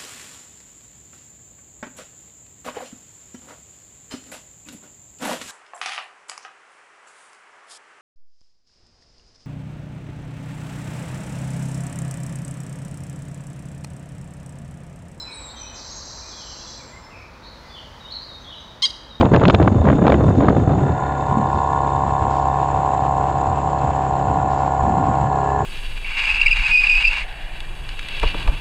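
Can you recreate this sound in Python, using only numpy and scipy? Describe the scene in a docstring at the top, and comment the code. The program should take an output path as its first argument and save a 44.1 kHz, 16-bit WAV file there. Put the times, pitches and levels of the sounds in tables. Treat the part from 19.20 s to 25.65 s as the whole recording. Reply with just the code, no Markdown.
"""A two-cylinder two-stroke outboard motor pushes a small boat along a river, heard from on board.
The throttle is steady. Each firing thumps in the exhaust and knocks in the housing, and the motor's
cover rings once a turn. Loose parts tick, and a panel hums along near the end. The wake hisses behind.
Wind buffets the microphone hard at first, then only in small gusts once it has turned into shelter."""
import sys
import numpy as np
from scipy import signal
from scipy.fft import rfft, irfft, next_fast_len
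from scipy.io import wavfile

SR = 44100
rng = np.random.default_rng(int(sys.argv[2]) if len(sys.argv) > 2 else 0)


def inscribe(sig):
    """Save sig as 16-bit PCM at rate SR to the path in sys.argv[1].

    A 1-D sig is mono; a 2-D sig holds one channel per row.
    Samples are clipped to [-1, 1] before scaling.
    """
    pcm = np.round(np.clip(np.atleast_2d(sig).T, -1, 1) * 32767)
    wavfile.write(sys.argv[1], SR, pcm.astype(np.int16))


N = 284445
TIME = np.arange(N) / SR

# Levels in the tables are relative: the functions set how loud each sound ends up.
# how squarely the microphone faces the motor and the wake: time_s, share_0_to_1
FACING = [(1.3, 0), (1.8, .5), (3.4, 1)]
# small waves breaking beside the hull: start_s, length_s, level_db
SPLASHES = [(2.29, .12, -64), (3.1, 0.078, -61), (5.295, 0.098, -63)]
# gusts at the microphone: start_s, length_s, rumble_db, buffet_db
GUSTS = [(0.0, 0.051, -24, -13), (0.115, 0.045, -37, -13), (0.196, 0.11, -24, -14),
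         (0.333, 0.017, -20, -13.5), (0.401, 0.075, -36, -16.5), (0.506, .11, -22, -33),
         (0.64, 0.14, -22, -16), (0.817, 0.19, -21, -17.5), (1.032, 0.076, -13.5, -21.5),
         (1.174, .13, -33, -15.5), (1.362, 0.054, -22, -17), (1.469, 0.15, -23, -19.5),
         (1.624, 0.091, -25, -20.5), (2.114, 0.16, -30, -23.5), (2.344, 0.031, -23, -21.5),
         (2.85, .04, -24.5, -30), (3.012, 0.069, -27, -25), (3.96, 0.039, -26, -40),
         (4.273, 0.049, -22.5, -34), (4.44, 0.059, -25.5, -43), (4.635, 0.063, -25, -36),
         (5.037, 0.23, -29.5, -31), (5.632, 0.29, -25.5, -25), (6.009, 0.082, -27, -29.5),
         (6.372, 0.086, -24.5, -42)]
# low thuds of air: start_s, peak_db, pitch_hz
THUDS = [(0.602, -5, 86), (1.056, 2, 129), (1.266, -7, 187), (1.474, -0.5, 114), (2.169, -5.5, 222),
         (3.016, -6.5, 114), (4.642, -10, 134), (5.627, -9, 88.5)]
# swirls of air cracking at the microphone's opening: start_s, peak_db, treble_db
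CRACKS = [(0.01, -5.5, -16.5), (0.054, -16, -17), (0.138, -8.5, -19), (0.145, -6, -27), (0.161, -13.5, -10),
          (0.235, -7.5, -22), (0.253, -4.5, -17.5), (0.281, -13.5, -2), (0.298, -3, -18), (0.305, -13, -10),
          (0.346, -6.5, -10.5), (0.399, -9.5, -31), (0.426, -13.5, -18), (0.476, -3, -35),
          (0.652, -11, -43), (0.686, -6, -44), (0.7, -5.5, -38), (0.867, -5, -26), (0.879, -7, -23.5),
          (0.899, -8.5, -20.5), (0.92, -5, -23), (0.941, -5, -33), (1.284, -4, -41)]
# how fast the motor's crankshaft spins: time_s, turns_per_s
CRANK_SPEED = [(0.0, 34.2), (0.07, 34.7), (0.23, 34.5), (0.34, 35.5), (0.77, 35.0), (1.18, 35.4),
               (1.81, 34.906), (2.15, 34.288), (2.37, 34.431), (2.48, 34.79), (3.0, 34.484), (3.61, 34.513),
               (3.88, 34.216), (4.47, 34.756), (4.9, 34.236), (5.59, 34.385), (6.03, 34.665),
               (6.45, 34.345)]
# firings that half fail: time_s, dip_db
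MISFIRES = [(3.995, -3.5), (4.132, -9), (4.355, -9), (4.412, -10), (4.498, -5.5), (4.725, -9), (4.884, -6)]
# how the motor reaches the turning microphone: time_s, ring_db, knock_db, rasp_db
MOTOR_LEVELS = [(1.0, -36, -40, -52), (1.45, -30.5, -59.5, -52), (1.8, -27.5, -34, -39),
                (2.1, -28.5, -21, -41), (2.5, -27.5, -19.5, -43), (3.1, -24.5, -21, -45.5),
                (3.9, -22, -22.5, -46), (4.6, -23.5, -24, -47.5), (5.6, -21.5, -24.5, -42.5),
                (6.45, -23.5, -23.5, -45.5)]
# loudness of the ticking: time_s, level_db
TICK_LEVELS = [(0, -53), (.8, -48), (1.9, -49.5), (3.4, -53.5), (4.6, -57.5), (6.45, -62)]
# low exhaust tones: multiple_of_crank_speed, level_db
EXHAUST_TONES = [(1, -22), (2, -1.5), (3, -23), (4, 0), (5, -12), (6, -31.5), (7, -33), (8, -12),
                 (9, -14.5), (10, -14), (11, -17), (12, -14), (13, -14), (14, -14.5), (15, -16), (16, -15),
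                 (17, -8.5), (18, -16.5), (19, -21.5)]

# the tone of each sound, from bass to treble: frequency_hz, level_db
WAKE_TONE = [(20, -8), (60, -9), (300, 3), (1000, 5.5), (2000, -12.5), (3100, -18), (4600, -29.5),
             (6500, -28.5), (8000, -22.5)]  # churned water
RUMBLE_TONE = [(15, -39), (40, -12.5), (70, 3), (105, 5.5), (150, -2.5), (220, -6.5), (400, -58.5)]  # the deepest wind
BUFFET_TONE = [(70, -17.5), (120, -1), (175, 0.5), (250, -2), (340, -6.5), (500, -14.5), (900, -55),
               (2000, -63.5)]  # air beating on the microphone
FLUTTER_TONE = [(100, -11.5), (300, 4.5), (550, 2.5), (1000, -5.5), (1600, -17), (2600, -32), (4000, -42),
                (7000, -112.5)]  # air flapping at its opening
CRACK_TONE = [(100, -1), (400, 9.5), (1000, 5), (2000, -6.5), (3600, -7), (5000, -22.5), (8000, -42.5)]  # small, sharp swirls
RASP_TONE = [(150, -27), (300, 4), (600, 6.5), (1050, 17.5), (1250, -11), (1800, -6), (2100, -15),
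             (3000, -23.5), (4200, -46.5), (6000, -47.5)]  # burning fuel
KNOCK_TONE = [(600, -38.5), (780, 7.5), (865, -4.5), (935, 10.5), (1080, 10), (1150, -1.5), (1220, -27.5),
              (1300, -41), (1600, -43)]  # firings in the housing

# the pitches at which motor parts ring: pitch_hz, width_hz, level_db
BRACKET_RINGS = [(3580, 99, 3.5), (3650, 200, -4.5)]
LINKAGE_RINGS = [(2653, 70, -1), (2790, 270, -9), (3050, 91, -8.5), (4010, 150, -8.5), (4260, 95, -5),
                 (4870, 110, -11.5)]
THIN_METAL_RINGS = [(6430, 260, -11), (6884, 120, 2), (7160, 280, -10.5), (7526, 280, -0.5),
                    (7200, 160, -16.5)]
BLOCK_RINGS = [(1418, 62, 2.5), (1718, 76, -1.5), (2070, 310, -20)]
BODY_RINGS = [(745, 98, -2), (737.5, 117, 0)]
COVER_RINGS = [(758.5, 34, 0)]

# crank positions, in turns after the first cylinder's knock
START_ANGLE, SECOND_ANGLE, RING_ANGLE = .944, .486, .351


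def amp(db):
    """Turns decibels into a number to multiply by."""
    return 10 ** (np.asarray(db) / 20)


def unit(x):
    """Scales a signal to an average (rms) level of 1."""
    return x / np.sqrt(np.mean(x ** 2) + 1e-20)


def curve(rows):
    """Joins a table's points in time with straight lines, one curve per value column."""
    times, *columns = np.transpose(rows)
    return [np.interp(TIME, times, column) for column in columns]


def swell(start, length, rise_s, fall_s):
    """A level that rises, holds and dies away."""
    rise = np.clip((TIME - start) / rise_s + .5, 0, 1)
    return rise * np.exp(-np.clip((TIME - start - length) / fall_s, 0, 20))


def noise():
    """Plain white noise."""
    return rng.standard_normal(N)


def wander(hz):
    """A smooth random drift, changing up to about hz times a second."""
    return unit(irfft(rfft(noise()) / (1 + (np.fft.rfftfreq(N, 1 / SR) / hz) ** 4), N))


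def colour(x, tone):
    """Shapes bass and treble by (frequency_hz, level_db) points."""
    hz, db = np.transpose(tone)
    size = next_fast_len(len(x) + 4096)
    gain = amp(np.interp(np.log(np.fft.rfftfreq(size, 1 / SR) + 1), np.log(hz), db))
    return irfft(rfft(x, size) * gain, size)[:len(x)]


def ring(x, pitches):
    """A shaken part rings: it passes only the sound near its own pitches."""
    size = next_fast_len(N + 4096)
    freqs = np.fft.rfftfreq(size, 1 / SR)
    gain = sum(amp(db) / (1 + ((freqs - hz) / width) ** 2) ** 2 for hz, width, db in pitches)
    return irfft(rfft(x, size) * gain, size)[:N]


def wake():
    """Churned water washes unevenly, and drops fall back as spray, louder where a wave breaks."""
    waves = sum(amp(db) * swell(s, length, rise_s=.013, fall_s=.09) for s, length, db in SPLASHES)
    wash = unit(colour(noise() * amp(1.6 * wander(14)), WAKE_TONE))
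    landings = rng.random(N) < 5000 / SR  # about 5000 drops a second
    drops = landings * noise() * amp(4.5 * np.minimum(rng.exponential(1, N), 3))
    spray = unit(colour(drops, [(600, -12.5), (2300, -3.5), (3800, 5.5), (5500, 0), (8000, -12.5)]))
    water = amp(-29) * wash + amp(11.5) * (amp(-77) + waves) * spray
    return water * amp(-9 + 6 * curve(FACING)[0])


def wind(shelter_start_s, turning_s, lumpy_db):
    """Gusts on top of a breeze rumble and buffet; out in the open they also flutter and crackle."""
    shelter = np.clip((TIME - shelter_start_s) / turning_s, 0, 1)
    depth = amp(np.interp(shelter, [0, 1], [-19.5, -33]) + lumpy_db * wander(9.1))
    push = amp(np.interp(shelter, [0, 1], [-22.5, -40.5]) + lumpy_db * np.tanh(wander(8.9)))
    for start, length, rumble_db, buffet_db in GUSTS:
        gust = swell(start, length, rise_s=.004, fall_s=.02)
        depth = np.hypot(depth, amp(rumble_db) * gust)
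        push = np.hypot(push, amp(buffet_db) * gust)
    rumble = depth * unit(colour(noise(), RUMBLE_TONE))
    buffet = push * unit(colour(noise() * amp(2.5 * wander(45)), BUFFET_TONE))
    strength = push / amp(-14.5)  # about 1 in a strong gust
    tearing = (1 - shelter) * amp(-17) * strength ** 1.23  # grows faster than the buffeting
    flutter = unit(colour(noise() * amp(13.5 * np.tanh(wander(79))), FLUTTER_TONE))
    crackle = unit(colour(noise() * (rng.random(N) < 500 / SR), CRACK_TONE))
    return rumble + buffet + tearing * (flutter + amp(-20) * strength ** 2 * crackle)


def wind_thuds(gain_db, rise_s):
    """A single swirl of air rocks the microphone's thin skin to and fro a couple of times."""
    out = np.zeros(N)
    for start, db, hz in THUDS:
        part = out[round(start * SR):][:4096]
        t = np.arange(len(part)) / SR
        shape = t / rise_s * np.exp(1 - t / rise_s)
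        part += amp(db + gain_db) * shape * np.sin(2 * np.pi * hz * t)
    return out


def wind_cracks(gain_db, rise_s, bright_db):
    """Each small swirl is a few milliseconds of tearing noise, duller or brighter."""
    out, t = np.zeros(N), np.arange(1024) / SR
    shape = t / rise_s * np.exp(1 - t / rise_s)
    for start, db, treble_db in CRACKS:
        burst = colour(rng.standard_normal(len(t)) * shape, CRACK_TONE)
        burst = colour(burst, [(1800, .0095), (4500, treble_db + bright_db)])
        part = out[round(start * SR):][:len(t)]
        part += amp(db + gain_db) * burst[:len(part)]
    return out


def pulse(turns, angle, sharpness):
    """A smooth bump once a turn, around one crank position."""
    return np.exp(sharpness * (np.cos(2 * np.pi * (turns - angle)) - 1))


def strokes(turns, angle, jitter_s, spread_db):
    """One push a turn, each a little different in timing and strength."""
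    count = np.arange(1, int(turns[-1]))
    late, strong = rng.standard_normal((len(count), 2)).T
    times = np.interp(count + angle, turns, TIME) + jitter_s * late
    at = np.clip(times, 0, TIME[-2]) * SR
    size, sample = amp(spread_db * strong), at.astype(int)
    # share each push between the two nearest samples
    return np.bincount(sample, size * (1 - at % 1), N) + np.bincount(sample + 1, size * (at % 1), N)


def firings(turns, angle, jitter_s, spread_db):
    """A cylinder's pushes, weaker where the fuel burns badly."""
    dip_db = sum(db * np.exp(-((TIME - s) / .012) ** 2) for s, db in MISFIRES)
    return amp(dip_db) * strokes(turns, angle, jitter_s, spread_db)


def panel(turns, start_s, rise_s, hum_db):
    """A panel starts to hum at twelve times the crank speed, with a softer buzz."""
    hum = unit(np.sin(2 * np.pi * 12 * turns))
    buzz = unit(ring(noise(), [(1696, 90, 0)]))
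    fade_in = np.clip((TIME - start_s) / rise_s, 0, 1)
    return amp(hum_db) * fade_in * (hum + amp(-9.5) * buzz)


def loose_parts(turns, linkage_db, hiss_db, away_db):
    """Loose parts tick as the crank turns; thin metal hisses, duller while the microphone faces away."""
    clatter = (.4 + .23 * pulse(turns, 0, 6.5) + pulse(turns, .43, 6.5)) * amp(1.1 * wander(30))
    ticking = amp(curve(TICK_LEVELS)[0] - 5) * unit(ring(clatter * noise(), BRACKET_RINGS))
    facing = curve(FACING)[0]
    linkage = amp(linkage_db + away_db * (1 - facing) ** 2) * unit(ring(clatter * noise(), LINKAGE_RINGS))
    shaking = (1 + .5 * pulse(turns, .34, 6)) * amp(.98 * wander(50))
    hiss = unit(ring(shaking * noise(), THIN_METAL_RINGS))
    dull_hiss = amp(away_db) * colour(hiss, [(6400, 6), (6900, 1), (7500, -16)])
    return ticking + linkage + amp(hiss_db) * (facing * hiss + (1 - facing) * dull_hiss)


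def rasp(turns):
    """Burning fuel roars in bursts; the bursts and the firings ring the metal engine block."""
    bursts = .7 + .6 * pulse(turns, 0, 10) + pulse(turns, .47, 7)
    burn = amp(12) * unit(colour(bursts * noise(), RASP_TONE))
    blows = sum(strokes(turns, angle, jitter_s=.00008, spread_db=3) for angle in (0, SECOND_ANGLE))
    shaking = unit(bursts * noise()) + amp(-10.5) * unit(blows)
    block = amp(2) * unit(ring(shaking, BLOCK_RINGS))
    return amp(curve(MOTOR_LEVELS)[2]) * (burn + block)


def housing(turns):
    """Two cylinders knock not quite half a turn apart and shake the cover, which rings between them."""
    ring_db, knock_db, _ = curve(MOTOR_LEVELS)
    first = firings(turns, 0, jitter_s=.00005, spread_db=1)
    second = amp(-1) * firings(turns, SECOND_ANGLE, jitter_s=.00007, spread_db=1.2)
    knocks = amp(-3) * unit(colour(first + second, KNOCK_TONE))
    body = amp(-2) * unit(ring(first + second, BODY_RINGS))
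    rebound = firings(turns, RING_ANGLE, jitter_s=.00008, spread_db=1.8)
    cover = amp(-8) * unit(ring(rebound, COVER_RINGS))
    return amp(knock_db) * knocks + amp(ring_db) * (body + cover)


def exhaust(turns, level_db, lag_turns):
    """Tones at multiples of the crank speed; the lowest five line up as a thump after each firing."""
    out = np.zeros(N)
    for multiple, db in EXHAUST_TONES:
        offset = rng.random() * (multiple > 5)
        waver = 1 + .1 * wander(3.8)
        out += amp(db) * waver * np.cos(2 * np.pi * (multiple * (turns - lag_turns) + offset))
    return amp(level_db) * unit(out)


def outboard():
    """Every part of the motor follows the crank, whose speed drifts slightly."""
    turns = START_ANGLE + np.cumsum(curve(CRANK_SPEED)[0]) / SR + .003 * wander(6)
    engine = exhaust(turns, level_db=-25, lag_turns=.1) + housing(turns) + rasp(turns)
    rattle = loose_parts(turns, linkage_db=-54.5, hiss_db=-51.5, away_db=-2.5)
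    return engine + rattle + panel(turns, start_s=5.86, rise_s=.47, hum_db=-29.5)


def scene():
    """Wake, wind and motor meet at one microphone."""
    water = wake()
    air = wind(shelter_start_s=1.394, turning_s=.71, lumpy_db=2.6)
    air += wind_thuds(gain_db=-4, rise_s=.0042)
    air += wind_cracks(gain_db=4, rise_s=.0016, bright_db=13)
    return (water + air + outboard())[None]


def record(dry):
    """Rounds off the loudest buffets at full scale, then cuts the treble above 8150 Hz."""
    rounded = dry / (1 + dry ** 8) ** (1 / 8)
    treble_cut = signal.firwin(301, 8150, window=("kaiser", 9), fs=SR)
    return signal.oaconvolve(rounded, treble_cut[None], "same")


dry = scene()
out = record(dry)
inscribe(out)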